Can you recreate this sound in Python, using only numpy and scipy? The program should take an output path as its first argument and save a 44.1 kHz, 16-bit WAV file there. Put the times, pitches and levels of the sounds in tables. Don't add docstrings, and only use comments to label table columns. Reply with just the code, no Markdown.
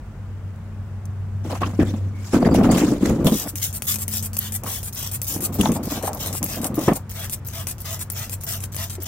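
import sys
import numpy as np
from scipy import signal
from scipy.fft import rfft, irfft
from scipy.io import wavfile
from scipy.ndimage import uniform_filter1d

SR = 44100
rng = np.random.default_rng(int(sys.argv[2]) if len(sys.argv) > 2 else 0)


def field_ratio(decibels):
    return 10 ** (np.asarray(decibels, dtype=float) / 20)


def unload_wav(signal):
    wavfile.write(
        sys.argv[1],
        SR,
        np.round(np.clip(np.atleast_2d(signal).T, -1, 1) * 32767).astype(np.int16),
    )


N = 399987
t = np.arange(N) / SR

# (time [s], pitch [Hz], level [dB])
HUM = [(0.0, 94.6, -40), (0.28, 95.9, -34.5), (2.02, 96.6, -25.5), (2.8, 98.9, -42), (3.21, 95.8, -39.5),
       (4.24, 94.6, -32), (4.75, 97.2, -35.5), (6.74, 93.8, -38), (6.95, 97.7, -40.5), (7.2, 94.7, -37.5),
       (8.89, 95.3, -35), (9.07, 86, -32)]
# (time [s], level [dB])
WHINE = [
    (0, -48.5),
    (2.3, -44),
    (3.5, -52),
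    (4.3, -38.5),
    (4.75, -51.5),
    (9.07, -53),
]
# (frequency [Hz], density [dB per Hz])
STREET = [(22, -23), (50, -4.5), (130, -2.5), (285, -20.5), (1440, -30.5), (4140, -50), (7500, -50),
          (11000, -56.5)]
# (time [s], bass level [dB])
GUSTS = [
    (0, 9.5),
    (1, 3.5),
    (1.5, -13),
    (2, 3),
    (3.5, -3),
    (4.7, 2.5),
    (5.5, -9),
    (7, -13),
    (9.07, 5),
]
# (frequency [Hz], level [dB])
PORT_DIFFERENCE = [(30, -16), (250, -21.5), (600, -12.5), (1400, -6), (3000, 0), (8000, -0.5)]
WHINE_HZ, STREET_DB = 212.8, -37.5
GUST_HZ, PORT_HISS_DB = 56.4, -58

# (time [s], length [s], first rumble [dB], last rumble [dB], grit above rumble [dB])
DRAGS = [(1.445, 0.068, -30, -42, -12), (1.495, 0.081, -34.5, -39, 4.5), (1.61, 0.21, -25, -51, -8),
         (1.794, 0.041, -17, -21, -16.5), (1.83, 0.57, -28, -62, -18.5), (2.334, 0.062, -12, -19, -16),
         (2.39, 0.091, -17.5, -11.5, -17), (2.48, 0.043, -15.5, -13.5, -17.5),
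         (2.52, 0.11, -15, -12, -15.5), (2.63, 0.11, -13, -13.5, -16.5), (2.71, 0.11, -18, -21.5, -11),
         (2.8, 0.073, -19, -25, -11), (2.86, .14, -20, -26.5, -18.5), (3.008, 0.08, -20.5, -16.5, -18.5),
         (3.08, 0.073, -19.5, -15.5, -18), (3.155, 0.08, -20.5, -19.5, -20), (3.24, 0.083, -15, -28, -17),
         (3.335, 0.053, -20, -45, -19), (3.38, 0.099, -45.5, -33.5, 5), (4.632, 0.19, -38.5, -66, 6),
         (5.3, 0.33, -36, -32, -10), (5.585, 0.05, -15.5, -28, -17.5), (5.64, 0.093, -24, -19.5, -15.5),
         (5.74, 0.147, -26.5, -29, -10.5), (5.905, 0.1, -31, -33.5, -3), (6.01, 0.18, -35, -42.5, 3),
         (6.2, 0.16, -39, -35, -1.5), (6.41, 0.062, -28.5, -39, -10), (6.48, 0.069, -35, -37, -5),
         (6.56, 0.082, -34, -30.5, -9), (6.63, 0.066, -31, -40, 2), (6.7, 0.061, -26.5, -31, -13),
         (6.768, 0.12, -24.5, -41, -4.5), (6.876, 0.056, -18.5, -19, -5), (6.92, 0.086, -33, -48, -3)]
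# (time [s], length [s], first level [dB], last level [dB])
RUBS = [(1.44, 0.093, -46.5, -39.5), (1.535, 0.065, -39.5, -49), (1.605, 0.22, -42, -56),
        (1.795, .06, -41, -58), (1.85, 0.34, -42.5, -72), (2.15, 0.09, -54, -48.5),
        (2.243, 0.044, -41.5, -41), (2.29, .045, -42.5, -35), (2.39, 0.072, -43, -51),
        (2.447, 0.055, -40, -57), (2.332, 0.11, -31, -66), (2.541, 0.028, -29, -43),
        (2.568, 0.044, -37, -48), (2.632, 0.086, -35, -54), (2.711, 0.069, -29, -39),
        (2.772, 0.097, -27.5, -37.5), (2.86, 0.15, -34, -50.5), (3.01, 0.053, -41.5, -27),
        (3.05, 0.22, -32, -65)]
# (time [s], peak [dB], pitch [Hz], length [s])
SQUEAKS = [(1.858, -43, 3530, 0.047), (2.114, -52, 2210, 0.15), (2.212, -57, 5230, .03),
           (2.24, -56, 5480, 0.017), (2.264, -40, 7040, 0.019), (2.264, -43, 5400, .02),
           (2.301, -51, 6930, 0.022), (2.303, -50, 5400, 0.035), (2.322, -38, 5500, .03),
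           (2.325, -46, 8000, 0.023), (2.415, -37, 4640, .022), (2.448, -39, 4770, 0.03),
           (2.485, -48, 7450, 0.059), (2.503, -43, 4700, 0.04), (2.567, -33.5, 5770, 0.019),
           (2.697, -35, 4640, 0.02)]
# (time [s], peak [dB], ring [Hz], brightness [dB])
KNOCKS = [(1.448, -31, 214, -20), (1.53, -21.5, 266, -10), (1.616, -20.5, 177, -4.5),
          (1.734, -19.5, 183, -23), (1.791, 0, 305, -46), (1.938, -12.5, 220, -25), (2.344, -7, 297, -19),
          (2.399, -11, 240, -36), (2.42, -6.5, 240, -28), (2.464, -24, 200, -23), (2.591, -8, 237, -21),
          (2.604, -13, 200, -32), (2.7, -5.5, 264, -32), (2.815, -6, 278, -33), (2.835, -1.5, 296, -35),
          (2.92, -8, 300, -23), (3.104, -19, 220, -23), (3.263, -4.5, 179, -38), (5.362, -19, 281, -18),
          (5.501, -21, 230, -35), (6.581, -21, 225.3, -27), (6.603, -16.5, 233, -27), (1.811, -8, 271, -42),
          (3.03, -6, 306, -49), (3.32, -3, 223, -31), (3.536, -26, 296, -35), (5.426, -21, 337, -46),
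          (5.597, -6, 190, -37), (5.692, -7.5, 221.5, -23), (5.92, -20, 289, -27), (6.42, -19, 203, -23),
          (6.712, -22, 170.3, -27), (6.778, -7, 310, -45), (6.882, -5, 335, -12)]
# (time [s], peak [dB], ring
# [Hz], fade [s])
CLACKS = [(1.616, -19.5, 1060, 0.028), (1.632, -12, 1150, 0.0057), (1.797, -27, 1710, 0.021),
          (2.353, -20, 1500, 0.008), (2.427, -11, 650, 0.002), (2.45, -23, 1960, 0.013),
          (2.488, -12, 620, 0.003), (2.547, -8, 650, 0.0015), (2.611, -13, 600, 0.003),
          (2.656, -12, 695, 0.002), (2.644, -16, 1100, .002), (3.269, -18, 970, 0.019),
          (3.324, -14.5, 260, 0.017), (3.272, -33, 1700, .006), (2.464, -17, 606, 0.0063),
          (2.626, -28, 780, 0.01), (2.69, -17.5, 650, 0.024), (2.721, -21, 600, .012),
          (1.635, -26, 2700, 0.011), (1.673, -34, 1350, 0.0074), (1.551, -26.5, 1050, .015),
          (1.814, -32, 3150, 0.0053), (3.272, -10.5, 559, 0.01), (6.879, -6.5, 190, 0.0014),
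          (4.664, -22.5, 1100, 0.014), (5.607, -31, 300, 0.0072), (5.634, -20.5, 920, 0.01),
          (5.657, -9, 886, 0.0077), (5.76, -24, 905, 0.016), (6.075, -17, 910, 0.012),
          (6.78, -44, 782, 0.059), (6.888, -20.5, 1800, 0.015), (6.88, -19, 426, 0.0036),
          (6.893, -17, 610, 0.0081), (6.9175, -6, 175, .0015), (7.245, -34, 1752, 0.02),
          (8.98, -28, 308, 0.018),
          (1.055, -48, 2600, .0006), (1.662, -28.5, 3180, .0054), (1.943, -38, 3550, 0.0073),
           (2.634, -31, 2870, 0.023), (2.714, -19.5, 7050, 0.019), (2.782, -26, 6540, 0.031),
           (3.269, -16, 3280, 0.015), (4.137, -36, 2640, 0.0057), (4.39, -3, 12500, 0.0023),
           (5.611, -12.5, 3100, 0.00099), (5.657, -14, 3370, 0.00072), (6.272, -14.5, 12200, 0.0057),
           (6.442, -10, 12050, 0.0045)]
# (frequency [Hz], density [dB per Hz])
BODY = [(40, -13.5), (60, -3), (110, -6), (170, 2), (290, 2), (400, -8.5), (550, -10.5), (900, -66)]
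GRIT = [(300, -12.5), (450, 3.5), (600, 7), (800, 4), (950, -0.5), (1150, 0), (1600, -13), (2600, -19.5),
        (4000, -33)]
CLOTH = [(1500, 1.5), (3000, -2), (4200, -4.5), (7000, -2), (9500, -8.5), (15500, -13)]
CATCH_S, CATCH_DB = 0.022, -2.5
BLOW = 9.5

# (time [s], peak [dB])
TICKS = [(1.055, -28), (2.5448, -16), (2.717, -9.5), (2.782, -14), (3.268, -13), (3.2707, -3),
         (3.6252, -33), (3.8723, -18), (4.0087, -25), (3.88, -14), (3.895, -11), (3.942, -3), (3.947, -13),
         (3.958, -9), (4.368, -8), (4.3868, -23), (4.6738, -28), (5.028, -13), (5.3785, -19), (5.6118, -4),
         (5.855, -19), (6.644, -6), (6.7922, -16.5), (6.9565, -16), (7.467, -32), (7.486, -14.5),
         (6.463, -11.5), (6.668, -19), (7.117, -29), (7.79, -39), (7.818, -21), (8.418, -38), (.06, -51),
         (0.478, -51), (.56, -44), (0.632, -49), (7.245, -14), (5.542, -21), (4.138, -10), (4.169, -11),
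         (3.666, -14), (7.8048, -22), (8.012, -16), (8.331, -15), (8.436, -17), (8.6387, -11), (8.746, -16),
         (8.765, -9), (9.022, -16.5)]
# (frequency [Hz], density [dB per Hz])
SNAP = [(500, 3.5), (1500, -5.5), (2500, 2), (4000, -5.5), (6000, 7.5), (9000, 9), (13000, 4.5),
        (16000, -0.5)]

# (time [s], valve tick [dB], rise [s], peak [dB], slip rate [Hz])
RELEASES = [(3.452, -30, 0.036, -29, 334.6), (3.728, -15.5, 0.033, -29, 343),
            (3.9857, -17, 0.034, -28, 380), (4.2262, -14, 0.027, -29, 355.3),
            (4.522, -12.5, 0.032, -28, 397), (4.8301, -15.5, 0.046, -33, 409.4),
            (5.1146, -13.5, 0.035, -26.5, 373), (5.4059, -11, 0.042, -23, 417),
            (5.7188, -12.5, 0.039, -29.5, 404.7), (6.0262, -14, 0.045, -25.5, 426.5),
            (6.328, -11.5, 0.044, -27, 410), (6.6155, -15, 0.045, -28, 360.4),
            (6.934, -13.5, 0.024, -27.5, 362.5), (7.2971, -13, 0.034, -25, 351.4),
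            (7.6701, -8.5, 0.037, -28, 361), (7.9931, -17, .023, -26.5, 336.4),
            (8.296, -13, 0.036, -28.5, 324.7), (8.605, -16, 0.034, -32, 310.7),
            (8.898, -15, 0.045, -32.5, 346)]
GRIP_DB = [-1, -5, -2.5, -0.5, -4, -5.5, -1.5, -8, -1.5, -2, -2.5, 0, -12, -11, -4, 0, -9, -11, 3.5]
# (frequency [Hz], density [dB per Hz])
PISTON = [(1200, -13), (3000, -11.5), (4100, -12), (6200, -7), (8500, 3.5), (10500, -1.5), (14000, -0.5),
          (16500, -9)]
SEAL = [(700, -22), (1900, -9), (4100, -7), (6190, 0.5), (8660, 1), (10500, -1), (15800, 3.5), (16500, -23)]
SLOW_START, SUCK_DB, SUCK_TAIL_S = 0.75, -17, 0.067
VALVE_LEAD_S, HOLD_S, SUCK_S = 0.0013, 0.0082, 0.017
CUT_S, CUT_DB = 0.01, -8
CHATTER_START_DB, START_PER_TICK = -18, 0.9

# (time [s], trigger tick [dB], wait for the jet [s], jet length [s], first hiss [dB])
SQUEEZES = [(3.243, -39, 0.086, 0.096, -28.5), (3.5565, -9, 0.073, 0.021, -22.5),
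            (3.8216, -6.5, 0.061, 0.042, -22.5), (4.0806, -4.5, 0.05, 0.045, -26.5),
            (4.3322, -16.5, 0.077, 0.058, -36.5), (4.636, -14, 0.033, 0.1, -33.5),
            (4.926, -38, 0.045, 0.1, -33), (5.217, -7.5, 0.062, 0.069, -29.5),
            (5.523, -34, 0.076, 0.073, -29), (5.828, -40, 0.075, 0.073, -30.5),
            (6.132, -14.5, 0.074, 0.076, -29.5), (6.429, -3, 0.069, 0.064, -32.5),
            (6.742, -35, 0.072, 0.053, -32.5), (7.095, -42, 0.065, 0.088, -36),
            (7.448, -37, 0.091, 0.074, -36), (7.78, -63, 0.078, 0.089, -31), (8.101, -6, 0.066, 0.074, -31),
            (8.4068, -61, 0.072, 0.071, -31.5), (8.719, -37, 0.069, 0.052, -28.5),
            (9.0029, -45, 0.065, .05, -27)]
DRYNESS_DB = np.array([7, 0, -3.5, 1, -3.5, -11, .1, -4.5, -0.5, 2.5, -3.5, 0, -0.5, 0.5, -3, -1, -5.5, 0, 1, 2])
# (wait [s], level [dB])
SPITS = [(0.026, -34), (0.021, -34), (0.022, -34), (0.013, -32), (0.044, -32), (0.032, -37), (0.024, -34),
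         (0.016, -26.5), (0.0276, -27), (0.024, -28), (0.017, -28), (0.019, -26), (0.019, -29),
         (0.013, -38), (0.024, -25.5), (0.031, -27), (0.022, -23), (0.037, -31), (0.04, -26), (0.03, -21.5)]
# (frequency [Hz], density [dB per Hz])
JET = [(2350, -29), (4000, -11), (5610, 1.5), (8850, 0.5), (10400, -1.5), (14400, 4), (16000, -3.5),
       (16500, -36)]
SPLASH = [(300, -26), (700, 1), (1500, -0.5), (2400, -2), (3400, 3.5), (4300, -3.5), (6000, -9)]
# (time [s], splash [dB])
SQUARENESS = [(3.25, 2.3), (3.56, 5), (3.82, 5.5), (4.1, 0.5), (4.4, 2.3), (4.9, 0.5), (5.3, -2.5),
              (5.8, 2), (6.4, 0.5), (7.1, -1.5), (7.8, -0.8), (8.4, 1), (9.0, 0)]
# (frequency [Hz], width [Hz], level [dB])
RAIL_MODES = [(662, 35, 0), (1240, 40, -9), (1690, 50, -8), (1950, 70, -8)]
# (time [s], level [dB])
RAIL_RING = [
    (3.2, -62),
    (5, -31),
    (6.5, -20),
    (7.2, -12),
    (9.07, -16.5),
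]
# (time [s], treble [dB])
FACING = [(3.3, -1.5), (3.6, -0.5), (3.9, 1.5), (4.15, -0.5), (4.45, 1), (4.75, 2.5), (5.05, -1.5),
          (5.35, 1.7), (5.7, -5.5), (6.05, -4), (6.5, -2), (6.9, -2.8), (7.3, -1), (7.7, -3), (8.1, -4),
          (8.5, -0.5), (9.0, -6.5)]
CREAK_DB, CREAK_PER_TICK = -37.5, 0.12
STEADY_DB, SETTLES, SAG_DB_PER_S = -24.5, 0.33, 74
SPLASH_DB, SPLASH_PER_HISS = -36.5, 0.29
DRUM_HZ, DRUM_DB, DRUM_PER_RING = 2000, 3.0, 0.25
SPIT_S, SPIT_DB, SPIT_HZ = np.array([-.009, 0, .013]), np.array([-9, 0, -14]), 11900
SHADE_HZ = 7900


def evened(x):
    return x / np.sqrt(np.mean(x ** 2) + 1e-20)


def read(points, hz):
    f, value = np.transpose(points)
    return np.interp(np.log(hz + 1), np.log(f + 1), value)


def follow(points):
    return np.interp(t, *np.transpose(points))


def envelope(corners):
    out = np.zeros(N)
    for s, db in corners:
        inside = slice(round(s[0] * SR), round(s[-1] * SR))
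        out[inside] = np.maximum(out[inside], field_ratio(np.interp(t[inside], s, db)))
    return uniform_filter1d(out, size=60)


def strokes(rows, above=0):
    return envelope(([s, s + CATCH_S, s + length], np.array([first + CATCH_DB, first, last]) + above * sum(more))
                    for s, length, first, last, *more in rows)


def colour(x, points):
    level_db = np.maximum(read(points, abs(np.fft.fftfreq(4096, 1 / SR))), -90)
    log_gain = np.log(field_ratio(level_db))
    taps = np.fft.ifft(np.exp(np.conj(signal.hilbert(log_gain)))).real[:1024]
    filtered = signal.oaconvolve(np.atleast_2d(x), taps[None], axes=1)
    return filtered[:, :np.shape(x)[-1]] / np.linalg.norm(taps)


def low_pass(x, hz):
    return signal.lfilter(*signal.butter(2, hz, fs=SR), x)


def resonate(x, hz, width):
    r = np.exp(-np.pi * width / SR)
    return evened(signal.lfilter([1, 0, -1], [1, -2 * r * np.cos(2 * np.pi * hz / SR), r * r], x))


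def wide(own):
    return evened(rng.standard_normal(N) + own * rng.standard_normal((2, N)))


def grains(per_s, spread_db, wash):
    size = field_ratio(spread_db * np.minimum(rng.exponential(1, N), 4)) * rng.choice([-1., 1.], N)
    clicks = evened(size * (rng.random(N) < per_s / SR))
    return evened(clicks + wash)


def flicker(samples, db):
    return field_ratio(db * evened(uniform_filter1d(rng.standard_normal(N), int(samples))))


def patchy(x, db, bins, frames):
    z = signal.stft(x, nperseg=256)[2]
    patches = uniform_filter1d(rng.standard_normal(z.shape[-2:]), int(bins), axis=0)
    patches = uniform_filter1d(patches, int(frames), axis=1)
    return evened(signal.istft(z * field_ratio(db * evened(patches)), nperseg=256)[1][..., :N])


def slips(hz, jitter, decay, leak, snap):
    wander = evened(uniform_filter1d(rng.standard_normal(N), size=150))
    turns = np.cumsum(hz * (1 + jitter * wander)) / SR
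    size = field_ratio(1.3 * rng.standard_normal(8000))[np.clip(turns.astype(int), 0, 7999)]
    bursts = (size * np.exp(-(turns % 1) / decay) + leak) * np.sign(wide(own=1.0))
    snaps = size * (np.diff(np.floor(turns), prepend=0) > 0)
    return evened(bursts + snap * snaps)


def engine_tone(rows):
    s, hz, db = np.transpose(rows)
    phase = 2 * np.pi * np.cumsum(np.interp(t, s, hz)) / SR
    return np.sqrt(2) * field_ratio(np.interp(t, s, db)) * flicker(4000, db=2.2) * np.sin(phase)


def street():
    shape = field_ratio(read(STREET, np.fft.rfftfreq(N, 1 / SR)))
    air = evened(irfft(shape * rfft(rng.standard_normal(N)), N))
    gusts = low_pass(air, GUST_HZ) * (field_ratio(follow(GUSTS)) - 1)
    port_hiss = field_ratio(PORT_HISS_DB) * np.diff(rng.standard_normal(N + 2), 2)
    whine = [(s, WHINE_HZ, db) for s, db in WHINE]
    return (air + gusts + port_hiss) * field_ratio(STREET_DB) + engine_tone(HUM) + engine_tone(whine)


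def drag(lumps):
    rumble = colour(grains(200, spread_db=1.0, wash=1.6 * rng.standard_normal(N)), BODY)
    rumble *= uniform_filter1d(strokes(DRAGS), size=250)
    grit = colour(grains(400, spread_db=2.0, wash=1.43 * rng.standard_normal(N)), GRIT)
    grit = patchy(grit, db=3.0, bins=2.5, frames=6.5) * strokes(DRAGS, above=0.82)
    cloth = colour(grains(300, spread_db=2.5, wash=1.5 * rng.standard_normal(N)), CLOTH)
    cloth = patchy(cloth, db=3.0, bins=6.5, frames=5.5) * strokes(RUBS)
    return ((rumble + field_ratio(-1.5) * grit + field_ratio(-1.5) * cloth) * lumps)[0]


def squeaks():
    out = np.zeros(N)
    for (s, db, hz, length), noise in zip(SQUEAKS, rng.standard_normal((len(SQUEAKS), 7000))):
        size = round(length * SR)
        squeak = resonate(noise ** 3, hz, 60)[-size:] * np.sqrt(np.hanning(size))
        out[round(s * SR):][:size] += field_ratio(db - 4) * squeak
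    return out


def knocks():
    out, u = np.zeros(N + 4000), np.arange(3000) / SR
    cracks = colour(rng.standard_normal((len(KNOCKS), 3000)) * np.exp(-u / .008), GRIT)
    for (s, db, hz, bright_db), crack in zip(KNOCKS, cracks):
        ring = np.sin(2 * np.pi * hz * u) * (1 - np.exp(-u / 0.0011)) * np.exp(-u / 0.0091)
        out[round(s * SR):][:3000] += field_ratio(db) * (ring + field_ratio(bright_db - 6.5) * evened(crack))
    return out[:N]


def clacks():
    out, u = np.zeros(N + 4000), np.arange(3000) / SR
    for s, db, hz, fade in CLACKS:
        scatter = rng.standard_normal(3000) * np.exp(-u / fade)
        blow = BLOW * np.pi * hz / SR * np.sin(np.pi * np.minimum(2 * hz * u, 1))
        clack = resonate(scatter + blow, hz, 50 + 0.093 * hz + 0.13 / fade)
        clack = low_pass(clack, min(2 * hz, .4 * SR))
        out[round(s * SR):][:3000] += field_ratio(db) * clack / abs(clack).max()
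    return out[:N]


def ticks():
    out, u, rows = np.zeros((2, N + 2000)), np.arange(1500) / SR, SQUEEZES + RELEASES + TICKS
    noise = rng.standard_normal((len(rows), 3, 1500))
    ports = noise[:, :1] + 0.63 * noise[:, 1:]
    shaped = ports * (np.exp(-u / 0.00032) + 0.26 * np.exp(-u / 0.0062))
    snaps = colour(shaped.reshape(-1, 1500), SNAP).reshape(shaped.shape)
    for (s, db, *_), snap in zip(rows, snaps):
        out[:, round(s * SR):][:, :1500] += snap / abs(snap).max() * field_ratio(db)
    return out[:, :N]


def chatter():
    s, _, rise, peak, rate = np.transpose(RELEASES)
    hz = np.interp(t, np.ravel([s, s + rise], "F"), np.ravel([SLOW_START * rate, rate], "F"))
    suck = envelope(zip(np.transpose([s + rise, s + rise + 0.018, s + rise + SUCK_TAIL_S]),
                        peak[:, None] + SUCK_DB + np.array([-3.0, 0, -16])))
    level = envelope((s + np.cumsum([VALVE_LEAD_S, rise, HOLD_S, CUT_S, SUCK_S]),
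                      [CHATTER_START_DB + START_PER_TICK * tick_db + grip_db, peak, peak, peak + CUT_DB, peak - 34])
                     for (s, tick_db, rise, peak, _), grip_db in zip(RELEASES, GRIP_DB))
    piston = colour(slips(hz, jitter=.015, decay=.05, leak=.075, snap=4), PISTON)
    return piston * level + colour(wide(own=1.5), SEAL) * suck


def creak():
    s, tick_db, wait, _, _ = np.transpose(SQUEEZES)
    db = CREAK_DB + CREAK_PER_TICK * tick_db + DRYNESS_DB
    slack = envelope(zip(np.transpose([s, s + wait]), np.transpose([db + 4.0, db + 1.5])))
    seal = colour(slips(205, jitter=.15, decay=.07, leak=.1, snap=2.5), SEAL)
    return slack * seal * flicker(500, db=2.0)


def spray():
    s, _, wait, length, first = np.transpose(SQUEEZES)
    last = first + SETTLES * (STEADY_DB - SAG_DB_PER_S * length - first)
    times = np.transpose([s + wait - .014, s + wait, s + wait + length, s + wait + length + 0.072])
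    levels = np.transpose([first - 9, first, last, last - 25])
    jet = envelope(zip(times, levels))
    splash_db = SPLASH_DB - STEADY_DB + (SPLASH_PER_HISS - 1) * (first - STEADY_DB)
    splash_db += np.interp(s, *np.transpose(SQUARENESS))
    wet = envelope(zip(times, levels + splash_db[:, None]))

    hiss = colour(grains(550, spread_db=5.0, wash=1.5 * wide(own=2.5)), JET)
    hiss = patchy(hiss, db=1.5, bins=12.5, frames=12.5) * flicker(130, db=2.0)
    spit = envelope((start + delay + SPIT_S, SPIT_DB + db) for start, (delay, db) in zip(s, SPITS))
    air = evened(signal.sosfilt(signal.butter(4, SPIT_HZ, "high", fs=SR, output="sos"), hiss))

    ring_db = follow(RAIL_RING)
    splash = colour(grains(1300, spread_db=1.5, wash=2.2 * wide(own=0.066)), SPLASH)
    drum = signal.filtfilt(*signal.butter(2, DRUM_HZ, fs=SR), splash)
    splash += drum * (field_ratio(DRUM_DB + DRUM_PER_RING * ring_db) - 1)
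    drops = rng.standard_normal(N)
    rail = sum(field_ratio(db) * resonate(drops, hz, width) for hz, width, db in RAIL_MODES)
    rail *= uniform_filter1d(jet, size=900) * field_ratio(ring_db)
    return spit * air + jet * hiss + wet * splash + rail


def pair(a):
    hz, _, z = signal.stft(a, SR, nperseg=512)
    scattered = z * np.exp(2j * np.pi * rng.random(z.shape)) * field_ratio(read(PORT_DIFFERENCE, hz))[:, None]
    side = np.sqrt(2) * signal.istft(scattered, nperseg=512)[1][:N]
    return np.array([a + side, a - side])


def underside(x, wet_db=-0.5, lag=3.04):
    hop, u = 2000, np.arange(900) / SR
    out = np.zeros((2, N + 3 * hop))
    window = np.sin(np.pi * np.arange(2 * hop) / (2 * hop))
    for at in range(round(SQUEEZES[0][0] * SR) % hop, N - hop, hop):
        taps = rng.standard_normal((2, 900)) * (rng.random((2, 900)) < .08)
        taps *= np.exp(-u / .003) * (u > .0002)
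        taps /= np.linalg.norm(taps, axis=1, keepdims=True)
        part = x[:, at:at + 2 * hop]
        wet = signal.oaconvolve(part * window[:part.shape[1]], taps, axes=1)
        out[:, at:at + wet.shape[1]] += field_ratio(wet_db) * wet
    late = np.sinc(np.arange(33) - 16 - np.array([[0], [lag]])) * np.hanning(33)
    direct = signal.oaconvolve(x, late, "same", axes=1)
    return (out[:, :N] + direct) / np.sqrt(1 + field_ratio(2 * wet_db))


def scene():
    around = street() + drag(flicker(600, db=1.75)) + squeaks() + knocks() + clacks()
    snaps = ticks() * field_ratio([[4.5], [2.2]])
    sprayer = (chatter() + creak() + spray()) * field_ratio([[3.0], [0.7]])
    shaded = low_pass(sprayer, SHADE_HZ)
    sprayer = shaded + (sprayer - shaded) * field_ratio(follow(FACING))
    return underside(sprayer + .5 * snaps) + 0.31 * snaps + pair(around) * field_ratio([[.3], [-.3]])


def top_cut(x):
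    return signal.sosfilt(signal.butter(12, 16970, fs=SR, output="sos"), x)


def record(dry):
    overloaded = np.tanh(dry / 1.3) * 1.3
    limited = signal.oaconvolve(overloaded, signal.firwin(301, 15900, fs=SR)[None], "same")
    return top_cut(limited)


dry = scene()
out = record(dry)
unload_wav(out)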